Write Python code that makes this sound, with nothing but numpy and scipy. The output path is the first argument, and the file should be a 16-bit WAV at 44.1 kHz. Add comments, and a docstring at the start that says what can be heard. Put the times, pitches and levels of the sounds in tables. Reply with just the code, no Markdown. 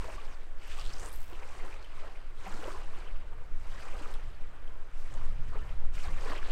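"""Small waves lap close by on a gravel lakeshore, with wind rumbling on the microphone.
Each wave fizzes up the stones with a slosh of bubbles close behind; here and there trapped air plops.
Early on an angler casts once: the rod whistles back and swishes forward, and the line whips off
the spool with a rising, ticking hiss. Behind it all, ripples wash steadily on the far shore."""
import sys
import numpy as np
from scipy import signal
from scipy.fft import rfft, irfft, next_fast_len
from scipy.io import wavfile
from scipy.ndimage import uniform_filter1d

SR = 44100
rng = np.random.default_rng(int(sys.argv[2]) if len(sys.argv) > 2 else 0)


def to_wav(s):
    """Save 16-bit WAV."""
    ch = np.atleast_2d(s).T  # columns
    pcm = np.round(np.clip(ch, -1, 1) * 32767)  # PCM
    wavfile.write(sys.argv[1], SR, pcm.astype(np.int16))


N = 287091
TIME = np.arange(N) / SR


def from_db(db):
    """Decibels to gain."""
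    return 10 ** (np.asarray(db) / 20)


def rms_one(x):
    """Scale to unit power."""
    return x / np.sqrt(np.mean(x ** 2) + 1e-20)


def in_time(rows):
    """Each column of a curve at every sample."""
    seconds, *columns = np.transpose(rows)
    return [np.interp(TIME, seconds, column) for column in columns]


def at_hz(colour, hz):
    """Read a spectrum in dB; it falls away beyond its ends."""
    freqs, dbs = np.transpose(colour)
    return np.interp(np.log(hz), np.log(freqs), dbs, left=-120, right=-120)


def bandpass(x, low_hz, high_hz, order=2):
    """Keep the band between two frequencies."""
    return signal.sosfilt(signal.butter(order, [low_hz, high_hz], "band", fs=SR, output="sos"), x)


def add(out, start_s, sound):
    """Mix a short sound in at its start time."""
    start = int(start_s * SR)
    out[start:start + len(sound)] += sound[:max(N - start, 0)]


def drift(rate):
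    """A smooth random wander that changes about `rate` times a second; spread 1."""
    step, settle = 40, 2000
    pole = np.exp(-2 * np.pi * rate * step / SR)
    noise = rng.standard_normal(N // step + settle + 2)
    slow = signal.lfilter([1], [1, -2 * pole, pole * pole], noise)[settle:]
    return np.interp(np.arange(N) / step, np.arange(len(slow)), rms_one(slow))


def grains(per_s, spread_db):
    """Random clicks of uneven size and sign; rms 1."""
    born = np.flatnonzero(rng.random(N) < per_s / SR)
    sizes = from_db(spread_db * np.minimum(rng.exponential(1, len(born)), 4))
    clicks = np.zeros(N)
    clicks[born] = sizes * rng.choice([-1, 1], len(born))
    return rms_one(clicks)


def contacts(rows, width):
    """Each contact is a tiny noise burst through one resonance, its width a share of its pitch."""
    out, t = np.zeros(N), TIME[:2048]
    for (s, db, hz, t60), noise in zip(rows, rng.standard_normal((len(rows), len(t)))):
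        r = np.exp(-np.pi * width * hz / SR)
        feedback = [1, -2 * r * np.cos(2 * np.pi * hz / SR), r * r]
        burst = signal.lfilter([1, 0, -1], feedback, noise * from_db(-60 * t / t60))
        add(out, s, from_db(db) * burst / np.abs(burst).max())
    return out


def moving_resonance(x, hz, width, block=128):
    """A gliding resonance, its width a share of its centre; white noise keeps its power."""
    out, state = np.zeros(len(x)), np.zeros(2)
    for i in range(0, len(x), block):
        r = np.exp(-np.pi * width * hz[i] / SR)
        forward = np.sqrt((1 - r * r) / 2) * np.array([1, 0, -1])
        feedback = [1, -(1 + r * r) * np.cos(2 * np.pi * hz[i] / SR), r * r]
        out[i:i + block], state = signal.lfilter(forward, feedback, x[i:i + block], zi=state)
    return out


def water(colour, per_s, spread_db, grain_share, patchy_db, surge_db, flicker_rate):
    """Tiny bubbles ring briefly in third-octave bands, over a blur of countless smaller ones; rms 1."""
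    edges_hz = 125 * 2 ** (np.arange(22) / 3)
    blur = rng.standard_normal((2, N))
    surge = surge_db * drift(flicker_rate)   # moves all bands together
    out = np.zeros(N)
    for k, (low, high) in enumerate(zip(edges_hz, edges_hz[1:])):
        level_db = at_hz(colour, np.sqrt(low * high))
        if level_db < -100:
            continue
        drive = np.sqrt(1 - grain_share) * blur[k % 2] + np.sqrt(grain_share) * grains(per_s, spread_db)
        band = bandpass(drive + 1e-18, low, high)
        out += band * from_db(level_db + surge + patchy_db * drift(flicker_rate))
    return rms_one(out)


def far_shore():
    """Distant ripples all along the bay merge into an even wash."""
    # The wash's spectrum. Each row: frequency in Hz, relative level in dB.
    colour = [(150, -11), (260, -2), (470, 0), (860, -3.5), (1400, -2.5), (2700, -11), (4000, -18.5),
              (6000, -23.5), (8500, -25), (15500, -29)]
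    return from_db(-59.02) * water(colour, per_s=300, spread_db=3.0, grain_share=0.41,
                                   patchy_db=1.0, surge_db=0.5, flicker_rate=11.5)


def eddies(colour, even_s):
    """Turbulent pressure of a given spectrum, its strength held even over `even_s` seconds."""
    size = next_fast_len(N)
    hz = np.maximum(np.fft.rfftfreq(size, 1 / SR), 1)
    spectrum = rfft(rng.standard_normal(size)) * from_db(at_hz(colour, hz))
    pressure = irfft(spectrum, size)[:N]
    return pressure / np.sqrt(uniform_filter1d(pressure ** 2, int(even_s * SR)) + 1e-20)


def wind():
    """Right on the diaphragm, large eddies heave and rumble; small ones buffet it, most in gusts."""
    # Wind strength at the microphone. Each row: time in seconds, relative level in dB.
    strength = [(0, -39), (.2, -44), (.45, -48), (.9, -39), (1.2, -42), (2.1, -45), (2.7, -41.5),
                (3.6, -40.5), (4.3, -41.5), (4.85, -45), (5.3, -35), (5.95, -35), (6.3, -40)]
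    # Short gusts on top. Each row: centre in seconds, extra level in dB.
    gusts = [(4.27, 3.5), (6.13, 6)]
    # Spectra of large, middling and small eddies. Each row: frequency in Hz, relative level in dB.
    heave_colour = [(2, -6.5), (8, 4), (14, -0.5), (19, -20)]
    rumble_colour = [(13, 4.5), (19, 2.5), (30, -6.5), (42, -13), (55, -15.5), (90, -45)]
    buffet_colour = [(30, -9), (50, -8.5), (65, -4), (85, -12), (115, -13.5), (160, -20.5), (230, -29.5),
                     (400, -38.5)]
    gust_s, breeze_db = 0.04, -42.5
    buffet_db, buffet_growth = -55, 1.19   # level in that breeze; dB more for each dB of wind
    wind_db, = in_time(strength)
    wind_db += sum(db * np.exp(-0.5 * ((TIME - s) / gust_s) ** 2) for s, db in gusts)
    wind_gain = from_db(wind_db)
    mean_gain = uniform_filter1d(wind_gain, SR)   # the largest eddies follow only the mean wind
    buffet_gain = from_db(buffet_db + buffet_growth * (wind_db - breeze_db))
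    heave = mean_gain * from_db(11.5) * eddies(heave_colour, even_s=0.4)
    rumble = wind_gain * from_db(2.6) * eddies(rumble_colour, even_s=0.9)
    return heave + rumble + buffet_gain * eddies(buffet_colour, even_s=0.2)


def back_swing():
    """Air sheds eddies off the thin rod; the faint whistle falls as the rod slows."""
    # The whistle's path. Each row: time in seconds, relative level in dB, pitch in Hz.
    swing = [(0.22, -90, 8000), (0.29, -69, 7000), (0.32, -62, 5800), (0.345, -57, 4500),
             (0.37, -100, 4000)]
    level_db, pitch_hz = in_time(swing)
    swinging = (TIME > swing[0][0]) & (TIME < swing[-1][0])
    whistle = moving_resonance(rng.standard_normal(N), pitch_hz, width=0.09)
    return swinging * from_db(level_db - 6) * whistle


def rod_swishes(swish_s=0.015, centre_hz=2770):
    """The rod cuts the air twice, whipping forward and springing back."""
    # The two strokes. 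Each row: centre in seconds, level in dB.
    swishes = [(0.72, -50.5), (0.80, -53)]
    gain = sum(from_db(db) * np.exp(-0.5 * ((TIME - s) / swish_s) ** 2) for s, db in swishes)
    return gain * moving_resonance(rng.standard_normal(N), np.full(N, centre_hz), width=0.51)


def cast(coils_per_s=132, coast_at_s=1.08, slowing_s=0.24):
    """Coils flick off the spool, slowing as the lure coasts; hiss and slaps climb as the line flies."""
    # Line running out. Each row: time in seconds, relative level in dB, centre of the hiss in Hz.
    run = [(0.62, -73, 2500), (0.71, -60, 2550), (0.81, -52, 2880), (0.89, -57, 3900), (0.97, -56.5, 5940),
           (1.06, -54.5, 8100), (1.17, -58, 13100), (1.24, -58, 14800), (1.36, -73, 14500)]
    # Resonances of the spool lip. Each row: centre in Hz, width in Hz, level against the hiss in dB.
    lip_modes = [(4580, 2100, -8), (7730, 960, -8)]
    # Loops of line slapping the rod. 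Each row: start in seconds, peak in dB.
    slaps = [(0.796, -35.5), (0.813, -37.5), (0.894, -41), (0.937, -36), (1.034, -42), (1.06, -35),
             (1.129, -38), (1.160, -35), (1.201, -49), (1.300, -43)]
    # Line snapping off the finger. The row: start in seconds, peak in dB, pitch in Hz, t60 in seconds.
    release = [(0.675, -49, 13000, .025)]
    level_db, centre_hz = in_time(run)
    running = (TIME > run[0][0]) & (TIME < run[-1][0])
    coil_rate = coils_per_s * np.exp(-np.maximum(TIME - coast_at_s, 0) / slowing_s)
    turn = np.cumsum(coil_rate * (1 + 0.21 * drift(40))) / SR % 1
    flicks = (0.3 + np.exp(-turn / 0.1)) * from_db(2.5 * drift(70))   # one uneven pulse a coil
    rub = flicks / np.sqrt(np.mean(flicks[running] ** 2)) * rng.standard_normal((3, N))
    hiss = moving_resonance(rub[0], centre_hz, width=0.29)
    broad_hiss = from_db(-9) * bandpass(rub[1], 2000, 13000, order=1)
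    lip = sum(from_db(db) * rms_one(bandpass(rub[2], hz - width / 2, hz + width / 2))
              for hz, width, db in lip_modes)
    line = running * from_db(level_db) * (hiss + broad_hiss + lip)
    lowest_hz, slap_t60_s = lip_modes[0][0], 0.005
    pitched_slaps = [(s, db, max(centre_hz[int(s * SR)], lowest_hz), slap_t60_s) for s, db in slaps]
    return line + contacts(pitched_slaps + release, width=0.13)


def bubbles(colour, low_hz, high_hz, per_s, cycles, spread_db, rise):
    """Single bubbles ring for some cycles and chirp upward; small ones are higher and shorter; rms 1."""
    out = np.zeros(N)
    for when, smallness, strength in rng.random((int(per_s * N / SR), 3)):
        hz = low_hz * (high_hz / low_hz) ** smallness
        t = TIME[:int(cycles / hz * SR)]
        age = t * hz / cycles
        level_db = at_hz(colour, hz) + spread_db * min(-np.log(1 - strength), np.pi)
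        ring = np.sin(2 * np.pi * hz * t * (1 + rise * age / 2)) * from_db(-60 * age)
        add(out, when * N / SR, hz * from_db(level_db) * ring)
    return rms_one(out)


def plops(rise=0.012, swell=0.075, spray_db=-13):
    """Trapped air swells and rings, rising in pitch as it nears the surface, and throws some spray."""
    # Air pockets closing under a crest, and two ringing water drips near 1.84 s and 4.68 s. Each row: start in
    # seconds, relative level in dB, pitch in Hz, t60 in seconds.
    pockets = [(0.080, -37.5, 662, 0.063), (0.179, -38.5, 1148, 0.048), (0.781, -43, 1150, 0.069),
               (1.325, -40.5, 339, 0.055), (1.422, -41.5, 946, .04), (1.741, -42, 2480, 0.014),
               (1.844, -46, 3050, 0.028), (2.045, -37.5, 574, 0.027), (2.464, -33, 770, 0.055),
               (2.466, -40, 189, 0.13), (2.536, -44.5, 235, 0.12), (2.588, -40.5, 310, 0.058),
               (2.631, -33, 472, 0.04), (2.656, -30.5, 516, 0.023), (2.677, -30.5, 356, 0.036),
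               (2.679, -36, 610, 0.041), (2.681, -33.5, 975, 0.032), (2.762, -39.5, 983, .035),
               (4.011, -39, 303, 0.046), (4.057, -35, 1220, 0.019), (4.677, -49.5, 3230, 0.019),
               (5.553, -39.5, 446, .045), (5.556, -42, 665, 0.02), (6.298, -33, 1900, 0.013),
               (6.301, -37.5, 284, 0.055), (6.333, -28.5, 1000, 0.015), (6.429, -30.5, 1590, .0056)]
    out, t = np.zeros(N), TIME[:SR // 5]
    for (s, db, hz, t60), noise in zip(pockets, rng.standard_normal((len(pockets), len(t)))):
        tone = np.sin(2 * np.pi * np.cumsum(hz * (1 + rise * t / t60)) / SR)
        spray = from_db(spray_db) * rms_one(bandpass(noise, hz / 2, min(hz * 2, SR / 3)))
        envelope = (1 - np.exp(-t / (swell * t60))) * from_db(-60 * t / t60)
        add(out, s, from_db(db) * envelope / envelope.max() * (tone + spray))
    return out


def surge_power(crest_s, rise_s, hold_s, fall_db_per_s):
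    """The power of one surge of water: it swells smoothly to the crest, holds, then drains away."""
    rising = np.sin(np.pi / 2 * np.clip(1 + (TIME - crest_s) / rise_s, 0, 1)) ** 2
    draining = from_db(-fall_db_per_s * np.maximum(TIME - crest_s - hold_s, 0))
    return (rising * draining) ** 2


def shore_gains():
    """Strength of slosh, foam and spray as each wave drains into its backwash; overlaps add in power."""
    # Waves running up the gravel. Each row: crest time, rise and hold in seconds,
    # then relative levels of slosh, foam and fine spray in dB.
    run_ups = [(-0.02, 0.25, 0.14, -49.5, -54, -63.5), (0.255, 0.12, 0.024, -57.5, -66.5, -68.5),
               (0.67, 0.13, .39, -56, -55.5, -65.5), (1.502, 0.38, .21, -53, -56.5, -66),
               (2.013, 0.19, 0.051, -56, -58, -72), (2.478, 0.16, 0.26, -49.5, -54, -62),
               (2.998, 0.24, 0.065, -55, -60.5, -72.5), (3.826, 0.36, 0.27, -52, -55.5, -65),
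               (4.49, 0.15, 0.33, -62.5, -71, -90), (4.984, 0.08, .06, -68.5, -65, -68.5),
               (5.15, 0.22, 0.1, -56, -60.5, -69), (5.526, 0.17, 0.18, -59, -61, -73.5),
               (5.967, 0.06, 0.036, -55.5, -52.5, -59), (6.04, .03, 0.013, -49, -54, -67),
               (6.266, 0.19, 0.041, -44.5, -49.5, -61.5), (6.474, 0.13, 0.06, -50, -52, -66.5)]
    # Crests slapping down at the water's edge. Each row: time in seconds, relative level in dB.
    laps = [(0.09, -60), (0.79, -53.5), (1.035, -46.5), (1.33, -51.5), (1.43, -58), (1.66, -49),
            (2.045, -50.5), (2.47, -53), (2.675, -47), (2.78, -52), (2.985, -50.5), (3.24, -57),
            (3.33, -55.5), (3.42, -55.5), (3.95, -49), (4.1, -53), (5.165, -52.5), (5.559, -46),
            (5.83, -54.5), (6.07, -57), (6.28, -50)]
    lag_s, pile_up_db = 0.016, 2.5   # the body trails the fizzing edge and piles up during the crest
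    slosh, foam, spray = np.zeros((3, N))
    for s, rise_s, hold_s, slosh_db, foam_db, spray_db in run_ups:
        backwash = from_db(-15) ** 2 * surge_power(s, rise_s, hold_s, fall_db_per_s=31)
        build_db = pile_up_db * (np.clip((TIME - s) / hold_s, 0, 1) - 0.5)
        body = surge_power(s + lag_s, rise_s, hold_s - lag_s, fall_db_per_s=75)
        slosh += from_db(slosh_db + build_db) ** 2 * (body + backwash)
        foam += from_db(foam_db) ** 2 * (surge_power(s, rise_s, hold_s, fall_db_per_s=41) + backwash)
        spray += from_db(spray_db) ** 2 * (surge_power(s, rise_s, hold_s, fall_db_per_s=70) + backwash)
    for s, db in laps:
        slosh += from_db(db) ** 2 * surge_power(s, rise_s=0.061, hold_s=0, fall_db_per_s=202)
    return np.sqrt([slosh, foam, spray])


def waves():
    """On the near gravel, foam and spray fizz; big bubbles slosh and gurgle close behind."""
    # Spectra of slosh, foam and fine spray. 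Each row: frequency in Hz, relative level in dB.
    slosh_colour = [(120, -36), (190, -10.5), (300, -5), (470, 1.5), (700, -2.5), (1100, 0), (1700, -11),
                    (2600, -21.5), (4000, -34), (7000, -50)]
    foam_colour = [(700, -6.5), (1500, 2), (2700, 0.5), (3600, -6), (5000, -10), (7000, -26.5),
                   (12000, -21)]
    spray_colour = [(2800, -16), (4500, -2), (6300, 0), (8500, -4), (12500, -10), (15500, -13)]
    # Drops and pebbles. Each row: start in seconds, relative peak in dB, pitch in Hz, t60 in seconds.
    ticks = [(1.827, -44.5, 4570, .014), (1.846, -54, 12500, .012), (2.476, -47, 12500, .015),
             (2.988, -51, 7200, .02), (4.138, -47, 11200, 0.025), (4.140, -41, 3560, 0.009),
             (5.140, -43.5, 6850, 0.013), (6.333, -42, 7000, .006), (6.429, -42, 2580, .005)]
    slosh_gain, foam_gain, spray_gain = shore_gains()
    slosh = water(slosh_colour, per_s=160, spread_db=3.0, grain_share=0.43,
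                  patchy_db=2.5, surge_db=1.06, flicker_rate=26)
    gurgle = bubbles(slosh_colour, 224.7, 1860, per_s=100, cycles=43, spread_db=1.5, rise=0.15)
    foam = water(foam_colour, per_s=450, spread_db=4.5, grain_share=0.47,
                 patchy_db=4.0, surge_db=1.05, flicker_rate=25)
    tinkle = bubbles(foam_colour, 1487, 5580, per_s=160, cycles=47, spread_db=1.0, rise=0.041)
    spray = water(spray_colour, per_s=800, spread_db=4.5, grain_share=0.6,
                  patchy_db=1.3, surge_db=1.5, flicker_rate=26)
    body = slosh_gain * from_db(-2) * (slosh + from_db(-4.5) * gurgle)
    fizz = foam_gain * from_db(-0.37) * (foam + from_db(-10) * tinkle)
    fizz += spray_gain * from_db(1.14) * spray
    return body + fizz + from_db(-4.5) * plops() + from_db(-1) * contacts(ticks, width=0.2)


def scene():
    """Everything reaches one microphone in the open air on the shore."""
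    return (waves() + far_shore() + back_swing() + cast() + wind() + rod_swishes())[None]


def record(dry):
    """The microphone's housing colours the treble with a peak and two dips; the top is cut steeply."""
    # The housing's colour. Each row: centre in Hz, width in Hz, gain in dB.
    housing = [(8540, 1660, 6), (10160, 6500, -6), (15100, 4900, -7.5)]
    cutoff_hz = 15800
    for hz, width_hz, db in housing:
        band = signal.lfilter(*signal.iirpeak(hz, hz / width_hz, fs=SR), dry)
        dry = dry + (from_db(db) - 1) * band
    return signal.sosfilt(signal.ellip(10, 0.1, 80, cutoff_hz, fs=SR, output="sos"), dry)


dry = scene()
out = record(dry)
to_wav(out)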